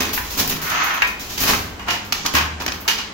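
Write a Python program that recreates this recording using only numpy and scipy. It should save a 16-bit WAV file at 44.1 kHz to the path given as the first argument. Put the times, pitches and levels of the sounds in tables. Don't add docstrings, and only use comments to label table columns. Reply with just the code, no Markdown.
import sys
import numpy as np
from scipy import signal
from scipy.fft import rfft, irfft, next_fast_len
from scipy.io import wavfile

SR = 44100
rng = np.random.default_rng(int(sys.argv[2]) if len(sys.argv) > 2 else 0)


def pcm_store(signal):
    levels = np.round(np.clip(np.atleast_2d(signal), -1, 1) * 32767)
    wavfile.write(sys.argv[1], SR, levels.astype(np.int16).T)


N = 138033

# low_hz, high_hz
BLOW_BANDS = [(130, 550), (700, 1600), (1600, 3200), (3200, 7500), (11500, 16000)]
# start_s, rise_s, rattle_t60_s, then level_db in each of the five bands
BEATER_BLOWS = [(0.0, 0.0067, 0.52, -26.5, -28.5, -26, -25.5, -36),
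                (.365, 0.029, 0.23, -23.5, -26.5, -30.5, -24.5, -30),
                (.49, 0.027, 0.3, -27, -33.5, -31.5, -29, -39),
                (1.385, .115, 0.27, -23, -23, -23.5, -21, -31),
                (1.533, 0.0017, 0.058, -45, -17, -12.5, -37, -36),
                (2.335, 0.0055, 0.057, -14.5, -25.5, -25, -24, -32),
                (2.344, 0.01, 0.13, -38, -17.5, -16, -17, -28),
                (2.36, .012, 0.19, -28.5, -18.5, -16, -21, -34),
                (2.408, .003, .08, -37, -18, -19.5, -24, -45), (2.66, 0.005, 0.12, -24, -30, -34, -40, -50)]
# start_s, rise_s, rattle_t60_s, then level_db in each of the five bands
BOX_LANDINGS = [(1.793, .002, 0.2, -56, -30.5, -35, -41, -54),
                (1.86, 0.024, 0.078, -37, -26.5, -31, -37.5, -49),
                (1.8835, 0.0012, 0.11, -21.5, -17.5, -18, -23.5, -40.5),
                (1.9, 0.0066, 0.25, -46, -28.5, -24.5, -23.5, -39),
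                (2.848, .006, 0.18, -42, -30, -49, -55, -55.5),
                (2.878, 0.00061, 0.16, -28.5, -20.5, -16.5, -12.5, -28.5),
                (2.975, .01, 0.22, -48, -32, -30.5, -25.5, -49)]
# start_s, rise_s, rattle_t60_s, then level_db in each of the five bands
PICKER_CATCHES = [(.175, 0.0023, 0.054, -62, -19, -21.5, -34, -46),
                  (1.0195, 0.0009, .038, -30.5, -12, -5, -17, -40)]
# start_s, rise_s, rattle_t60_s, then level_db in each of the five bands
LEVER_CLICKS = [(2.123, 0.0011, 0.031, -22.5, -18.5, -11.5, -8.5, -24),
                (2.247, 0.0065, 0.14, -27.5, -21.5, -31, -26, -46),
                (2.26, 0.0026, 0.045, -34, -31, -17, -10.5, -28),
                (2.597, 0.0087, 0.2, -30, -27.5, -31.5, -30, -47),
                (2.618, 0.0026, 0.043, -27, -25.5, -43, -33, -38),
                (2.662, 0.0024, 0.023, -17.5, -22.5, -16.5, -14.5, -29.5),
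                (2.679, .001, 0.034, -27, -19.5, -17.5, -16, -39),
                (2.72, 0.00073, 0.018, -48, -24, -16, -15, -38)]
# start_s, rise_s, fade_t60_s, mid_db (brush reference), top_db (at 12.5 kHz)
HEDDLE_RUSTLES = [(0.127, 0.008, 0.26, -20.5, -19.5), (0.221, 0.032, 0.58, -30, -38),
                  (.298, 0.011, 0.9, -26, -31.5), (.376, 0.026, 0.073, -12.5, -16.5),
                  (0.473, 0.0041, 0.059, -18, -17.5), (0.491, 0.01, 0.042, -17.5, -15),
                  (0.614, 0.004, 0.66, -26.5, -27), (0.693, 0.0073, 0.07, -22, -26),
                  (0.836, 0.0027, 0.24, -30, -25), (0.938, .006, 0.12, -32, -27.5),
                  (1.02, 0.0036, 0.14, -42, -30.5), (1.068, .004, 0.18, -26.5, -31.5),
                  (1.193, 0.0027, 0.61, -28.5, -35.5), (1.279, 0.028, 0.7, -26.5, -34),
                  (1.375, .005, 0.1, -16, -26), (1.39, 0.027, 0.32, -18, -19),
                  (1.469, 0.028, 0.49, -21, -26), (2.042, 0.01, 0.22, -37, -41),
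                  (2.145, 0.014, 1, -28, -49), (2.715, 0.013, 0.28, -43, -38),
                  (2.798, 0.011, 0.16, -46, -33.5)]
# frequency_hz, level_db (relative to mid_db)
BRUSH_COLOUR = [(100, 8), (1500, -3), (4000, 1.5), (6500, 0)]
# time_s, level_db
ROLL_LEVEL = [(0.582, -42), (0.631, -30.5), (.7, -23.5), (.76, -20.5), (.83, -21), (.92, -24.5),
              (1.01, -29), (1.03, -50)]
# frequency_hz, level_db
ROLL_TONE = [(120, -52), (200, -32), (240, -14), (433, -14.5), (461, -11), (569, -10), (1250, 1.5),
             (2670, -6.5), (5710, -19), (6440, -13.5), (7500, -28), (9750, -63), (16500, -120)]
# pitch_hz, level_db (relative), t60_s
FRAME_MODES = [(1066, 1.5, .45), (1261, -1.5, 0.27), (1256, -26.5, 0.33), (1547, -5.5, 1),
               (1654, -15, 0.21), (1846, 1, 0.15), (2530, 3, 0.1), (3060, -13, 0.27), (260.3, 1, 0.31),
               (225.6, -13.5, 0.92)]
BOX_MODES = [(910, -1.5, 0.16), (1067, -6.5, .2), (1940, -7, .15), (2476, -4.5, 0.28), (2850, 4, 0.07),
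             (2930, 1.5, 0.24)]
PICKER_MODES = [(994, -0.5, 0.48), (1540, -2, 0.15), (1660, 1, 0.18), (2003, -17, 0.12), (2295, -6, 0.38),
                (2505, -2, 0.57), (2724, 2.5, 0.043)]
# pitch_hz, level_db (relative), t60_s
BOOM_MODES = [(56.2, -3, 1), (76, -2, 1.36), (85.4, -13, 2.7), (99.7, -4, 1.95), (157.8, -0.5, 1.45)]
# start_s, level_db, favoured_hz
FRAME_JOLTS = [(0.0, -27.5, 83), (0.199, -26, 57), (0.412, -29.5, 158), (0.499, -38.5, 99),
               (1.022, -33, 56), (1.449, -25.5, 60), (1.53, -26, 89.6), (1.8, -30, 57), (1.889, -33.5, 101),
               (2.337, -19.5, 74), (2.39, -33.5, 157), (2.599, -33, 56.3)]
# frequency_hz, level_db
RUMBLE_COLOUR = [(12, -33), (20, -1.5), (86, 0), (145, -5.5), (187, 3), (258, 0.5), (300, 0), (387, -2.5),
                 (500, -2.5), (650, -11), (1100, -120)]
HISS_COLOUR = [(290, -49), (500, 9), (1440, 5), (2040, 2), (7100, -11), (7750, -3.5), (16000, -46)]
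# frequency_hz, t60_s
ROOM_DECAY = [(100, 0.85), (400, 0.76), (1200, 0.49), (3000, 0.52), (6000, 0.39), (13000, 0.31)]
# frequency_hz, correlation (1 = the same, 0 = unrelated)
STEREO_LIKENESS = [(30, 0.72), (70, 0.83), (170, 1), (350, 0.67), (700, 0.51), (1400, 0), (10000, 0.041)]
# frequency_hz, gain_db
MIC_COLOUR = [(30, -0.5), (300, -1.5), (400, -1.5), (550, -6), (780, 0), (1000, 1.5), (3000, 3),
              (3600, 1.5), (6400, 4), (7400, 0), (8300, -9.5), (9800, 0), (11200, -4), (12800, 7.5),
              (15600, 6.5)]
# frequency_hz, difference_db
STEREO_LEAN = [(60, 1.5), (250, -1.5), (550, 3.5), (1200, -1), (2400, 0.5), (4400, -1.5), (7000, -5.5),
               (9500, 3.5), (12000, 6.5), (15000, -2)]

RUMBLE_DB, HISS_DB = -39, -40
CONTACT_S = 0.0059
LINE_WIDTH_HZ = 12.7
JOLT_OCTAVES = 0.21
CEILING = 1
TOP_HZ = 15800


def amp(db):
    return 10 ** (np.asarray(db) / 20)


def unit(x):
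    return x / np.sqrt(np.mean(x ** 2) + 1e-20)


def along(points, hz):
    f, v = np.transpose(points)
    return np.interp(np.log(hz + 1), np.log(f + 1), v)


def dying(t, t60):
    return np.exp(-np.log(1000) * np.maximum(t, 0) / np.maximum(t60, 1e-3))


def filtered(x, gain):
    n = x.shape[-1]
    m = next_fast_len(n + SR // 4)
    spectrum = rfft(x, m) * gain(np.fft.rfftfreq(m, 1 / SR))
    return irfft(spectrum, m)[..., :n]


def add(out, start_s, x):
    i = max(round(start_s * SR), 0)
    out[:, i:i + x.shape[1]] += x[:, :N - i]


def chatter(size, rate, rough):
    knocks = (rng.random(size) < rate / SR) * rng.exponential(1, size)
    power = signal.lfilter([1], [1, -np.exp(-2 / (CONTACT_S * SR))], knocks)
    share = np.clip(rough, 0, 1)
    envelope = np.sqrt(1 - share + share * power / (power.mean() + 1e-12))
    return envelope * rng.standard_normal((2, size))


def burst(rise_s, t60_s, rate, rough):
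    t = np.arange(SR) / SR
    build_up = np.minimum(t / max(rise_s, 1e-4), 1)
    return chatter(SR, rate, rough) * build_up * dying(t - rise_s, t60_s)


def ringing(x, modes, ring_db):
    power, out = np.mean(x ** 2, axis=0), np.zeros(x.shape)
    t = np.arange(x.shape[1]) / SR
    for pitch_hz, level_db, t60_s in modes:
        keep = dying(2 / SR, t60_s)
        stored = signal.lfilter([1 - keep], [1, -keep], power)
        drift = np.cumsum(rng.standard_normal(len(t))) * np.sqrt(2 * np.pi * LINE_WIDTH_HZ / SR)
        start_phase = rng.random((2, 1))
        tone = np.sin(2 * np.pi * (pitch_hz * t + start_phase) + drift)
        out += amp(level_db) * np.sqrt(stored) * tone
    return amp(ring_db) * out


def room(x, wet_db):
    hz, t, grains = signal.stft(rng.standard_normal((2, SR)), SR, nperseg=256)
    t60_s = along(ROOM_DECAY, hz)[:, None]
    swell = 1 - dying(t, 0.035)
    tail = signal.istft(grains * dying(t, t60_s) * swell, SR, nperseg=256)[1]
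    wet = signal.fftconvolve(x, tail / np.linalg.norm(tail[0]), axes=1)[:, :x.shape[1]]
    return (x + amp(wet_db) * wet) / np.hypot(1, amp(wet_db))


def blows(rows, modes, ring_db, wet_db, rate, rough):
    out = np.zeros((2, N))
    low_hz, high_hz = np.transpose(BLOW_BANDS)
    centre_hz = np.sqrt(low_hz * high_hz)
    width_db = 10 * np.log10((high_hz - low_hz) / (SR / 2))
    for start_s, rise_s, t60_s, *band_db in rows:
        density_db = np.array(band_db) - width_db
        bass = [(20, density_db[0] - 11), (120, density_db[0] - 5)]
        colour = [*bass, *zip(centre_hz, density_db)]
        hit = burst(rise_s, t60_s, rate, rough)
        sound = room(hit, wet_db) + ringing(hit, modes, ring_db)
        add(out, start_s, filtered(sound, lambda hz: amp(along(colour, hz))))
    return out


def coloured_noise(colour):
    noise = rng.standard_normal((2, N))
    return unit(filtered(noise, lambda hz: amp(along(colour, hz))))


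def background():
    return amp(RUMBLE_DB) * coloured_noise(RUMBLE_COLOUR) + amp(HISS_DB) * coloured_noise(HISS_COLOUR)


def beater():
    return blows(BEATER_BLOWS, FRAME_MODES, ring_db=-20.5, wet_db=-5, rate=220, rough=0.56)


def boom():
    out, t = np.zeros((2, N)), np.arange(2 * SR) / SR
    onset = 1 - dying(t, 0.028)
    for start_s, jolt_db, favoured_hz in FRAME_JOLTS:
        ring = np.zeros(len(t))
        for pitch_hz, level_db, t60_s in BOOM_MODES:
            octaves_off = np.log2(pitch_hz / favoured_hz)
            favour = np.exp(-.5 * (octaves_off / JOLT_OCTAVES) ** 2)
            ring += amp(level_db) * favour * dying(t, t60_s) * np.sin(2 * np.pi * pitch_hz * t)
        add(out, start_s, amp(jolt_db) * np.outer([1, 0], ring * onset))
    return out


def heddles():
    out = np.zeros((2, N))
    for start_s, rise_s, t60_s, mid_db, top_db in HEDDLE_RUSTLES:
        colour = [(hz, mid_db + db) for hz, db in BRUSH_COLOUR] + [(12500, top_db)]
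        contacts = burst(rise_s, t60_s, rate=570, rough=0.19)
        brush = filtered(contacts, lambda hz: amp(along(colour, hz)))
        add(out, start_s, room(brush, wet_db=-2))
    return out


def shuttle():
    time_s, level_db = np.transpose(ROLL_LEVEL)
    level = amp(np.interp(np.arange(N) / SR, time_s, level_db, left=-120, right=-120))
    wheels = level * chatter(N, rate=220, rough=0.4)
    rolling = room(wheels, wet_db=-3.5) + ringing(wheels, FRAME_MODES, ring_db=-24)
    roll = filtered(rolling, lambda hz: unit(amp(along(ROLL_TONE, hz))))
    catches = blows(PICKER_CATCHES, PICKER_MODES, ring_db=-15, wet_db=-3, rate=1200, rough=0.2)
    landings = blows(BOX_LANDINGS, BOX_MODES, ring_db=-15, wet_db=-2.5, rate=590, rough=0.41)
    return roll + catches + landings


def levers():
    return blows(LEVER_CLICKS, FRAME_MODES, ring_db=-22, wet_db=-4.5, rate=510, rough=0.63)


def scene():
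    loom = beater() + boom() + shuttle() + levers() + heddles()

    def mid_side_gain(hz):
        angle = np.arccos(np.clip(along(STEREO_LIKENESS, hz), -1, 1)) / 2
        return np.array([np.cos(angle), np.sin(angle)])

    mid, side = filtered(loom + background(), mid_side_gain)
    return np.array([mid + side, mid - side])


def record(dry):
    halves = np.array([[0.5], [-0.5]])
    x = filtered(dry, lambda hz: amp(along(MIC_COLOUR, hz) + halves * along(STEREO_LEAN, hz)))
    rounded = x / (1 + (x / CEILING) ** 4) ** 0.25
    return filtered(rounded, lambda hz: hz < TOP_HZ)


dry = scene()
out = record(dry)
pcm_store(out)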